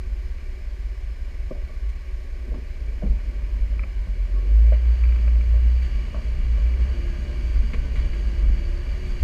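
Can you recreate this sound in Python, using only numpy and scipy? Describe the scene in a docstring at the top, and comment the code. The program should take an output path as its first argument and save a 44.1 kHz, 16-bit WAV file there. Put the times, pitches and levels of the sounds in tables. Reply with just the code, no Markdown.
"""Crawling over creek boulders

A six-cylinder off-road vehicle idles, drops into gear and crawls over rocks; the microphone is fixed
to its body. The firings boom, the engine bay clatters and rasps, pump and gears whine, faint whistles
slide and a hiss swells under load. Jolts make the body sway and drum, knocks ring the frame,
loose trim ticks and the tyres grind on stone."""
import sys
import numpy as np
from scipy import signal
from scipy.fft import rfft, irfft, next_fast_len
from scipy.io import wavfile
from scipy.ndimage import uniform_filter1d, map_coordinates

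SR = 44100
rng = np.random.default_rng(int(sys.argv[2]) if len(sys.argv) > 2 else 0)


def master(y):
    """Save y as 16-bit WAV."""
    cut = np.clip(np.atleast_2d(y).T, -1, 1)
    pcm = np.round(cut * 32767)  # scale
    wavfile.write(sys.argv[1], SR, pcm.astype(np.int16))


N = 407043

# The engine's run. Each row: time in seconds, firing rate in Hz, level in dB of the low tone at that
# rate. The last row is an abrupt low thump as the sound cuts off.
ENGINE_RUN = [(0.0, 31.9, -45), (0.3, 33.07, -34), (1.3, 32.9, -38), (2.7, 31.66, -40), (2.97, 33.17, -52),
              (3.3, 39.22, -26.5), (3.6, 41.4, -29), (3.85, 41.9, -36), (4.2, 42.67, -24.5),
              (4.42, 46.4, -21), (4.55, 52.84, -10.5), (4.68, 56.2, -13.5), (4.79, 57.55, -19),
              (4.9, 58.9, -16.5), (4.98, 59.4, -21.5), (5.09, 58.35, -12), (5.21, 57.34, -20),
              (5.29, 57.48, -15), (5.5, 56.95, -16), (5.62, 58.4, -15.5), (5.83, 61, -18.5),
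              (5.97, 63.86, -36.5), (6.32, 58.86, -26), (6.58, 58.76, -19), (6.78, 60.75, -22),
              (6.94, 65.73, -24), (7.08, 66.13, -33), (7.54, 63.6, -31), (7.88, 60.5, -27),
              (8.06, 66.13, -36), (8.25, 65.24, -33), (8.43, 65.16, -25), (8.57, 65.33, -36),
              (8.71, 65.9, -30), (8.83, 67.6, -37), (8.95, 70.5, -32), (9.07, 69.8, -33), (9.16, 67.4, -56),
              (9.23, 65.3, -15)]
# Panel resonances of the engine bay under load. Each row: centre in Hz, width in Hz, lift in dB.
LOADED_PANELS = [(96, 6.1, -3), (124, 30, 5), (227, 72, 6), (601, 98, 11.5), (820, 99, -1.5),
                 (1177, 130, 3), (1316, 81, -9.5), (1620, 52, 4), (2307, 54, 8), (2720, 61, 0),
                 (2825, 64, 7), (2928, 92, 10), (3095, 66, 5), (3306, 100, 8), (3800, 110, 2.5),
                 (4065, 100, 8), (4540, 140, 9), (4670, 64, 5.5), (4800, 80, -2), (5000, 100, -5.5),
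                 (5160, 70, -4), (5600, 200, -5.5), (5890, 120, 1), (6150, 150, -2), (6400, 200, 4),
                 (6690, 180, 7.5), (6830, 100, -7.5), (7300, 150, 1.5), (8200, 150, 3), (9100, 120, 3.5)]


def from_db(db):
    """Gain of a level in dB."""
    return 10 ** (np.asarray(db) / 20)


def joined_db(a_db, b_db):
    """Level of two unrelated sounds together."""
    return 10 * np.log10(from_db(2 * a_db) + from_db(2 * b_db))


def rms_one(x):
    """Scale to rms 1."""
    return x / np.sqrt(np.mean(x ** 2) + 1e-20)


def in_time(rows):
    """One curve per column, sample by sample, from rows that begin with a time in seconds."""
    times, *columns = np.transpose(rows)
    return [np.interp(np.arange(N) / SR, times, column) for column in columns]


def drift(rate):
    """Smooth random wander of rms 1, about rate changes a second."""
    knots = rng.standard_normal(int(N / SR * rate) + 4)
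    coarse = np.arange(0, N + 32, 32)
    curve = map_coordinates(knots, [coarse / SR * rate + 1], order=3)
    return rms_one(np.interp(np.arange(N), coarse, curve))


def rise_fall(peaks, rise=294.5, fall=294.5):
    """Level in dB that climbs to each (start s, end s, dB), holds and falls; slopes in dB a second."""
    t = np.arange(0, N, 64) / SR
    power = sum(from_db(2 * (db - rise * np.maximum(start - t, 0) - fall * np.maximum(t - end, 0)))
                for start, end, db in peaks)
    return np.interp(np.arange(N) / SR, t, 10 * np.log10(power + 1e-14))


def tone(hz, db, multiple=1):
    """A sine that follows a multiple of a pitch curve, at an rms level."""
    return np.sqrt(2) * from_db(db) * np.sin(2 * np.pi * (multiple * np.cumsum(hz) / SR + rng.random()))


def passing_orders(rows, firing_hz, flicker_db=0):
    """Tones that fade in, follow the engine speed and fade out."""
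    return sum(tone(firing_hz, rise_fall([(start, start + length, db)]) + flicker_db, multiple)
               for start, length, db, multiple in rows)


def ring(x, hz, t60):
    """One damped mode: a unit click sets a sine of height 1 ringing."""
    r, w = from_db(-60 / (t60 * SR)), 2 * np.pi * hz / SR
    return signal.lfilter([0, np.sin(w)], [1, -2 * r * np.cos(w), r * r], x + 1e-18)


def bell(hz, centre, width):
    """A resonance curve of height 1, its width taken at half height."""
    return 1 / (1 + (2 * (hz - centre) / width) ** 2)


def panel_lift_db(hz, panels):
    """What the panels add or take away at each frequency."""
    return sum(db * bell(hz, centre, width) for centre, width, db in panels)


def shaped(gain_at):
    """Noise of rms 1, coloured by a gain for each frequency."""
    size = next_fast_len(N)
    hz = np.maximum(np.arange(size // 2 + 1) * SR / size, 1)
    return rms_one(irfft(rfft(rng.standard_normal(size)) * gain_at(hz), size)[:N])


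def band_noise(bands):
    """Noise of rms 1 in bands of (centre Hz, width Hz, relative dB)."""
    return shaped(lambda hz: sum(from_db(db) * bell(hz, centre, width) for centre, width, db in bands))


def engine(firing_hz, low_tone_db):
    """The firings boom, uneven at speed; unequal cylinders add weaker orders. A low thump ends it."""
    # The weaker orders. Each row: firing rate in Hz, then the level in dB of each of the five.
    side_orders = [(33, -33, -35, -38.5, -38, -50), (35.7, -62, -37, -60, -41, -68),
                   (42.9, -64, -42, -60, -42, -79), (52.7, -67, -44, -65, -50, -71),
                   (57.5, -71, -43, -64.5, -44, -76), (60.48, -71.5, -44, -66, -46, -77),
                   (63.2, -71.5, -50, -66, -48, -79), (65, -67, -51, -68.5, -48, -80)]
    multiples = 5, 9, 10, 12, 15   # of the cycle rate, a sixth of the firings
    wavers_db = 1.5, 4.3, 4.86, 1.5, 3.0
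    uneven_db = np.interp(firing_hz, (60, 65), (0.8, 2.0))
    out = tone(firing_hz, low_tone_db + uneven_db * drift(9.7))
    speeds_hz, *levels_db = np.transpose(side_orders)
    for multiple, db, waver_db in zip(multiples, levels_db, wavers_db):
        out += tone(firing_hz, np.interp(firing_hz, speeds_hz, db) + waver_db * drift(4), multiple / 6)
    return out


def shaken(modes, level_db, steady):
    """Random shaking through steep body modes; steady (0-1) evens out its chance swells."""
    shaking = band_noise(modes)
    swell = np.sqrt(uniform_filter1d(uniform_filter1d(shaking ** 2, size=3000), size=3000))
    return from_db(level_db) * rms_one(shaking / swell ** steady)


def body(jolt_sway_db, jolt_drum_db):
    """Rolling shakes the body under the microphone; jolts make it sway and drum harder."""
    # Body modes. Each row: centre in Hz, width in Hz, relative level in dB.
    sway_modes = [(17.6, 6.9, -5.5), (31.2, 5, 6), (39.7, 3.9, -1)]
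    drum_modes = [(52.07, 4.1, 2.5), (71.4, 20, -25.5)]
    # Shaking between jolts. Each row: time in seconds, sway in dB, drumming in dB.
    rolling = [(0, -36, -50), (2.4, -61, -39), (3.0, -39, -32), (4.3, -39.5, -26.5), (5.5, -30.5, -28.5),
               (7, -32, -32), (9.23, -29.5, -32)]
    sway_db, drum_db = in_time(rolling)
    sway = shaken(sway_modes, joined_db(sway_db, jolt_sway_db), steady=1.0)
    return sway + shaken(drum_modes, joined_db(drum_db, jolt_drum_db), steady=0.37)


def coloured_noise(colour, peaks, band=None):
    """Noise with a broad colour and narrow peaks and dips, whole or in one band (low Hz, high Hz)."""
    points_hz, points_db = np.transpose(colour)

    def gain_at(hz):
        gain = from_db(np.interp(np.log(hz), np.log(points_hz), points_db) + panel_lift_db(hz, peaks))
        if band is None:
            return gain
        below_low, below_high = (1 / (1 + (hz / edge) ** 8) for edge in band)
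        return gain * np.sqrt(np.abs(below_high - below_low))
    return shaped(gain_at)


def engine_bay(firing_hz, jolt_sway_db):
    """A steady bed and four flickering ranges that follow effort and speed throb with the firings."""
    # Steady bed: engine-bay noise at idle, with faint microphone hiss above 8 kHz.
    # Each row: frequency in Hz, relative level in dB.
    bed_colour = [(44, -29), (75, -1), (92, -17), (128, -14.5), (146, -33), (227, -28.5), (324, -30.5),
                  (362, -18), (442, -35.5), (505, -30.5), (1340, -37.5), (2230, -26.5), (2780, -39.5),
                  (5180, -43.5), (11800, -56.5), (14100, -54), (14600, -61.5), (15300, -71)]
    # The bed's peaks and dips. Each row: centre in Hz, width in Hz, lift in dB.
    bed_peaks = [(375, 8.7, 6.5), (550, 150, 2), (853, 46, -6), (1136, 61, 8), (1365, 120, -7),
                 (1523, 170, 6), (2150, 97, -3.5), (2880, 140, -14.5), (3100, 100, 3), (3450, 150, -2),
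                 (4040, 80, 6), (4310, 79, 8), (4600, 190, -2), (5060, 100, -2.5), (5070, 140, 10),
                 (6560, 160, 3.5), (6850, 62, 6.5), (9500, 150, 3.5), (14250, 250, 4)]
    # The bay under load. Each row: frequency in Hz, relative level in dB.
    load_colour = [(44, -18), (75, -9), (98, -17), (213, -19.5), (310, -28), (346, -26), (673, -37),
                   (1200, -33), (1340, -34.5), (2330, -32), (3880, -48), (4630, -40.5), (15000, -68.5)]
    # The engine's work. Each row: time in seconds, then effort, low rumble and treble in dB above idle.
    effort = [(0, -0.5, -0.5, 3.5), (1.7, 0, -1, 0.5), (2.3, -1, 0.5, 2), (2.52, 1, 7, 1), (2.8, 1, 4, 4),
              (3.25, 1, 5, 4.5), (3.7, 2.5, 5.5, 2), (3.95, 0.5, 0.5, 2.5), (4.45, 3, 9, 7),
              (4.95, 6, 5.5, 10.5), (5.45, 5, 6, 10.5), (5.7, 6, 3.5, 10.5), (6.0, 6.5, 5, 13),
              (6.45, 5.5, 6, 11), (6.9, 7, 9, 12.5), (7.5, 6, 5, 15), (7.9, 6, 9, 13), (8.24, 7, 8.5, 13.5),
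              (8.65, 5.5, 8, 12), (9.23, 7.5, 4.5, 16)]
    # Thrum, rumble, clatter and sizzle. Each row: level at idle in dB, dB per dB of effort, of rumble
    # and of treble, dB per doubling of speed, flicker in dB.
    ranges = [(-54.5, 0.65, 0.39, 0.33, 0.5, 0.98), (-57.5, 0.06, 1, 0.034, -0.5, 1.6),
              (-58, 1, 0, 0.027, 2.5, 0.46), (-69.5, 0.064, 0, 0.87, 0.5, 0.65)]
    idle_hz, edges_hz = 33, (1e-3, 316, 526, 3300, 1e9)
    controls_db, doublings = np.array(in_time(effort)), np.log2(firing_hz / idle_hz)
    levels_db = [idle_db + np.dot(shares, controls_db) + speed_db * doublings + flicker_db * drift(12)
                 for idle_db, *shares, speed_db, flicker_db in ranges]
    levels_db[0] = joined_db(levels_db[0], jolt_sway_db - 21)   # jolts add thrum
    out = from_db(-47 + 0.21 * drift(9)) * coloured_noise(bed_colour, bed_peaks)
    for level_db, band in zip(levels_db, zip(edges_hz, edges_hz[1:])):
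        out += from_db(level_db) * coloured_noise(load_colour, LOADED_PANELS, band)
    throb = 1 + 0.073 * np.sin(2 * np.pi * np.cumsum(firing_hz) / SR)
    return throb * out


def valve_rasp():
    """The valve gear rasps in one band, surging unevenly some twenty times a second."""
    noise = shaped(lambda hz: bell(hz, centre=2280, width=220))
    return from_db(-66 + 3.5 * drift(20)) * noise


def whistles():
    """Faint, thin tones slide evenly in pitch, wavering."""
    # Each row: start in seconds, length in seconds, level in dB, first and last pitch in Hz.
    glides = [(0, 1.95, -78, 5040, 5330), (2.4, 1.5, -81, 5100, 4960), (2.92, .42, -71, 900, 920),
              (3.4, .33, -67, 950, 985), (3.9, .25, -70, 975, 985), (4.8, .25, -72, 4575, 4600)]
    out, t = np.zeros(N), np.arange(N) / SR
    waver, flicker_db = 1 + 0.005 * drift(30), 4 * drift(15)
    for start, length, db, from_hz, to_hz in glides:
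        hz = waver * np.interp(t, [start, start + length], [from_hz, to_hz])
        out += tone(hz, rise_fall([(start, start + length, db)]) + flicker_db)
    return out


def trim_ticks():
    """Loose trim hits and bounces once, with its own strength on every mode."""
    # The ticks. Each row: start in seconds, level in dB.
    ticks = [(0.384, -47), (3.7936, -33), (3.8288, -47), (3.8358, -33), (5.037, -35), (5.052, -41),
             (5.0903, -40.5), (5.1234, -38), (5.1598, -36.5), (5.188, -44), (5.2131, -47), (5.278, -39),
             (5.3561, -46), (5.4094, -41.5), (6.6652, -44), (6.7369, -40), (7.7366, -37), (7.7443, -36.5),
             (7.9572, -41), (8.014, -42), (8.134, -41), (8.5934, -45)]
    # Trim modes. Each row: frequency in Hz, relative level in dB, t60 in seconds.
    modes = [(1090, -2, 0.0085), (1335, 3, 0.0072), (1980, -4.5, 0.023), (2314, 4, 0.017),
             (2550, -1, 0.015), (4600, -29, 0.0073)]
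    starts, levels_db = np.transpose(ticks)
    at, bounce = np.round(starts * SR).astype(int), int(0.00381 * SR)
    spread_db = 1.8 * rng.standard_normal((len(ticks), len(modes), 2))
    out = np.zeros(N)
    for k, (hz, db, t60) in enumerate(modes):
        clicks = np.zeros(N)
        clicks[at] = from_db(levels_db + db - 1.5 + spread_db[:, k, 0])
        clicks[at + bounce] = from_db(levels_db + db - 8.0 + spread_db[:, k, 1])
        out += (-1) ** k * ring(clicks, hz, t60)
    return out


def wheel_jolts():
    """Levels of sway and drumming in dB, a quick swell and fall as a wheel meets each rock."""
    # The jolts. Each row: time in seconds, sway in dB, drumming in dB.
    jolts = [(1.1, -53, -26.5), (1.6, -35, -24.5), (1.87, -45, -23.5), (2.52, -29.5, -31), (2.82, -33, -26),
             (3.101, -19.5, -18.5), (3.4, -28, -44), (3.6, -22.5, -28), (3.8, -30, -23), (4.0, -29, -27),
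             (4.9, -40.5, -27.5), (5.3, -37, -23), (5.65, -40, -27), (5.95, -26.5, -22.5),
             (6.4, -18.5, -38), (6.6, -35, -16), (6.8, -28, -19), (6.97, -37, -17.5), (7.1, -22.5, -32),
             (7.501, -34, -13.5), (7.6, -16.5, -22), (7.8, -20.5, -42), (8.0, -19, -18.5),
             (8.099, -23, -16.5), (8.28, -26.5, -22), (8.4, -42, -16), (8.5, -16, -17.5), (8.7, -19.5, -37),
             (8.9, -31, -20.5), (9.1, -22, -36)]
    times, *levels_db = np.transpose(jolts)
    return [rise_fall(zip(times, times, db), rise=161.5, fall=138) for db in levels_db]


def frame_knocks():
    """A short contact swings every frame mode; a dying rattle keeps them going."""
    # The knocks. Each row: start in seconds, level in dB of the low, middle, high and top modes,
    # lean within the pairs of modes in dB, contact in seconds, relative rattle in dB.
    knocks = [(1.5078, -29, -29, -26, -41.5, 7, 0.007, -21), (1.549, -49, -46, -44, -61, 1, 0.0063, -1),
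              (1.691, -45, -51, -42, -53, -3, 0.0075, -12), (1.735, -49, -52, -47, -60, -8, 0.007, -16),
              (2.47, -38, -46.5, -61, -64, -3, .012, -5), (2.515, -43, -43, -48, -65, -3, 0.011, -2.5),
              (2.54, -33.5, -42, -44, -49, 6, 0.0084, -2),
              (3.0225, -47, -30, -29.5, -59, -4.5, 0.003, -8.5),
              (3.032, -26, -46, -44, -59, -23, 0.0083, -7), (3.83, -39, -58, -43, -50, -3, 0.0061, -4),
              (4.069, -41, -50, -46, -56, -9, 0.0076, -4.5),
              (4.7203, -36, -56, -21, -49, -5.5, 0.0052, -18), (5.507, -48, -53, -46, -53, -6, 0.0077, -11),
              (5.539, -52, -45, -36.5, -46, -1, .005, -9.5),
              (6.143, -37, -56, -34.5, -35.5, -5, 0.0044, -7), (6.569, -56, -59, -43, -53, -12, .012, -6),
              (6.786, -33, -49, -51, -58, -3, 0.011, -18), (7.7335, -28, -48, -48, -37, 6, 0.0045, -18),
              (7.7422, -45, -36.5, -44, -41, -15.5, 0.004, -16),
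              (7.847, -36.5, -45, -52, -55, 3, 0.0097, -2.5), (8.006, -43, -42, -52, -57, 10, .0086, -16)]
    # Frame modes. Each row: frequency in Hz, t60 in seconds.
    modes = [(187, 0.076), (235, 0.056), (390, 0.031), (465, 0.03), (545, 0.036), (612, 0.068),
             (1130, 0.012)]
    # For each mode: which of the four levels it takes, and its share of the lean.
    mode_group = 0, 0, 1, 1, 2, 2, 3
    mode_lean = -0.36, 0.52, 0.2, -0.56, 0.28, 0.05, -0.23
    out, t = np.zeros(N), np.arange(8000) / SR
    rattle_fade = np.exp(-t / 0.037)
    grit = rng.standard_normal((len(knocks), len(modes), len(t)))
    for k, (hz, t60) in enumerate(modes):
        force, fade_samples = np.zeros(N), t60 * SR / np.log(1000)
        for (start, *group_db, lean_db, contact_s, rattle_db), noise in zip(knocks, grit):
            swing = (t < contact_s) * np.sin(2 * np.pi * hz * t) * 2 / min(fade_samples, contact_s * SR)
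            rattle = from_db(rattle_db) * rattle_fade * noise[k] * np.sqrt(2 / fade_samples)
            strength = from_db(group_db[mode_group[k]] + mode_lean[k] * lean_db)
            at = round(start * SR)
            force[at:at + len(t)] += strength * (swing + rattle)
        out += ring(force, hz, t60)
    return out


def pump_whine(firing_hz):
    """A pump's high whines come and go, wavering around the engine's speed."""
    # Each row: start in seconds, length in seconds, level in dB, multiple of the firing rate.
    whines = [(1.6, .82, -68.5, 34.5), (4.37, .015, -56, 24.3), (6.82, 1.03, -62, 24.9),
              (7.95, .9, -61, 24.9)]
    return passing_orders(whines, firing_hz * (1 + 0.006 * drift(30)), flicker_db=2.5 * drift(15))


def tyre_grinds():
    """Tyres grind on rock: sudden bursts of uneven grit, heard through panels and wheel wells."""
    # Each row: start in seconds, seconds to half height, level in dB, tilt in dB per octave.
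    grinds = [(1.887, 0.022, -54, 0.5), (3.186, 0.027, -51, -13), (4.725, 0.037, -44, -13),
              (5.273, 0.017, -47, -18), (5.819, 0.062, -50.5, -2), (7.732, 0.018, -39, -8),
              (7.955, 0.032, -45, -5), (7.985, 0.055, -48.5, -8), (8.041, 0.041, -54, -1),
              (8.131, .012, -46, -7)]
    out, size = np.zeros(N), 8192
    t, hz = np.arange(size) / SR, np.arange(1, size // 2 + 2) * SR / size
    grit = rng.standard_normal((len(grinds), size))
    grit *= from_db(2.2 * rng.exponential(1, grit.shape))   # a few grains stand out
    wheel_well_db = 12.7 * bell(hz, centre=2150, width=900)
    lift_db = panel_lift_db(hz, LOADED_PANELS) + wheel_well_db
    passband = 1 / (1 + (1100 / hz) ** 4) / (1 + (hz / 8000) ** 4)
    for (start, length, db, tilt_db), grains in zip(grinds, grit):
        colour = from_db(lift_db + tilt_db * np.log2(hz / 2000)) * passband
        envelope = np.clip(t / 0.003, 0, 1) / (1 + (t / length) ** 4)
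        at = round(start * SR)
        out[at:at + size] += from_db(db) * envelope * rms_one(irfft(rfft(grains) * colour))
    return out


def bay_hiss():
    """Two narrow bands of hiss in the engine bay swell and sink under load."""
    # The bands. Each row: centre in Hz, width in Hz, relative level in dB.
    bands = [(4595, 120, 2.5), (6500, 300, -12)]
    # The swells. Each row: start and end in seconds, level in dB.
    swells = [(4.85, 5.0, -67), (5.85, 6.0, -65), (6.95, 7.5, -62.5), (7.7, 7.75, -64), (8.1, 8.25, -63),
              (8.55, 8.6, -62), (8.98, 9.15, -62)]
    return band_noise(bands) * from_db(rise_fall(swells, rise=41, fall=41) + 1.5 * drift(8))


def boom(firing_hz):
    """A low engine order swells briefly."""
    # Each row: start in seconds, length in seconds, level in dB, multiple of the firing rate.
    swells = [(5.46, 0.11, -33.5, 1.53)]
    return passing_orders(swells, firing_hz)


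def gear_whine(firing_hz):
    """The gears whine under load, their pitch tied to the firing rate."""
    # Each row: start and end in seconds, level in dB.
    whines = [(6.95, 7.22, -48.5), (7.3, 7.55, -53), (8.03, 8.72, -50), (8.74, 8.84, -46.5),
              (8.96, 9.3, -48)]
    wavering_hz = firing_hz * (1 + 0.004 * drift(10))
    return tone(wavering_hz, rise_fall(whines) + 2 * drift(12), multiple=5.25)


def scene():
    """Everything reaches one microphone at close range, through the vehicle's body."""
    firing_hz, low_tone_db = in_time(ENGINE_RUN)
    sway_db, drum_db = wheel_jolts()
    drive = engine(firing_hz, low_tone_db) + gear_whine(firing_hz)
    drive += boom(firing_hz) + pump_whine(firing_hz)
    shaking = body(sway_db, drum_db) + engine_bay(firing_hz, sway_db)
    contacts = frame_knocks() + trim_ticks() + tyre_grinds()
    return (drive + shaking + contacts + whistles() + bay_hiss() + valve_rasp())[None]


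def record(dry):
    """The microphone rolls off below 12 Hz and the top is cut steeply by 15.6 kHz."""
    dry = signal.sosfilt(signal.butter(2, 12.0, "high", fs=SR, output="sos"), dry)
    return signal.sosfilt(signal.cheby2(20, 60, 15600, fs=SR, output="sos"), dry)


dry = scene()
out = record(dry)
master(out)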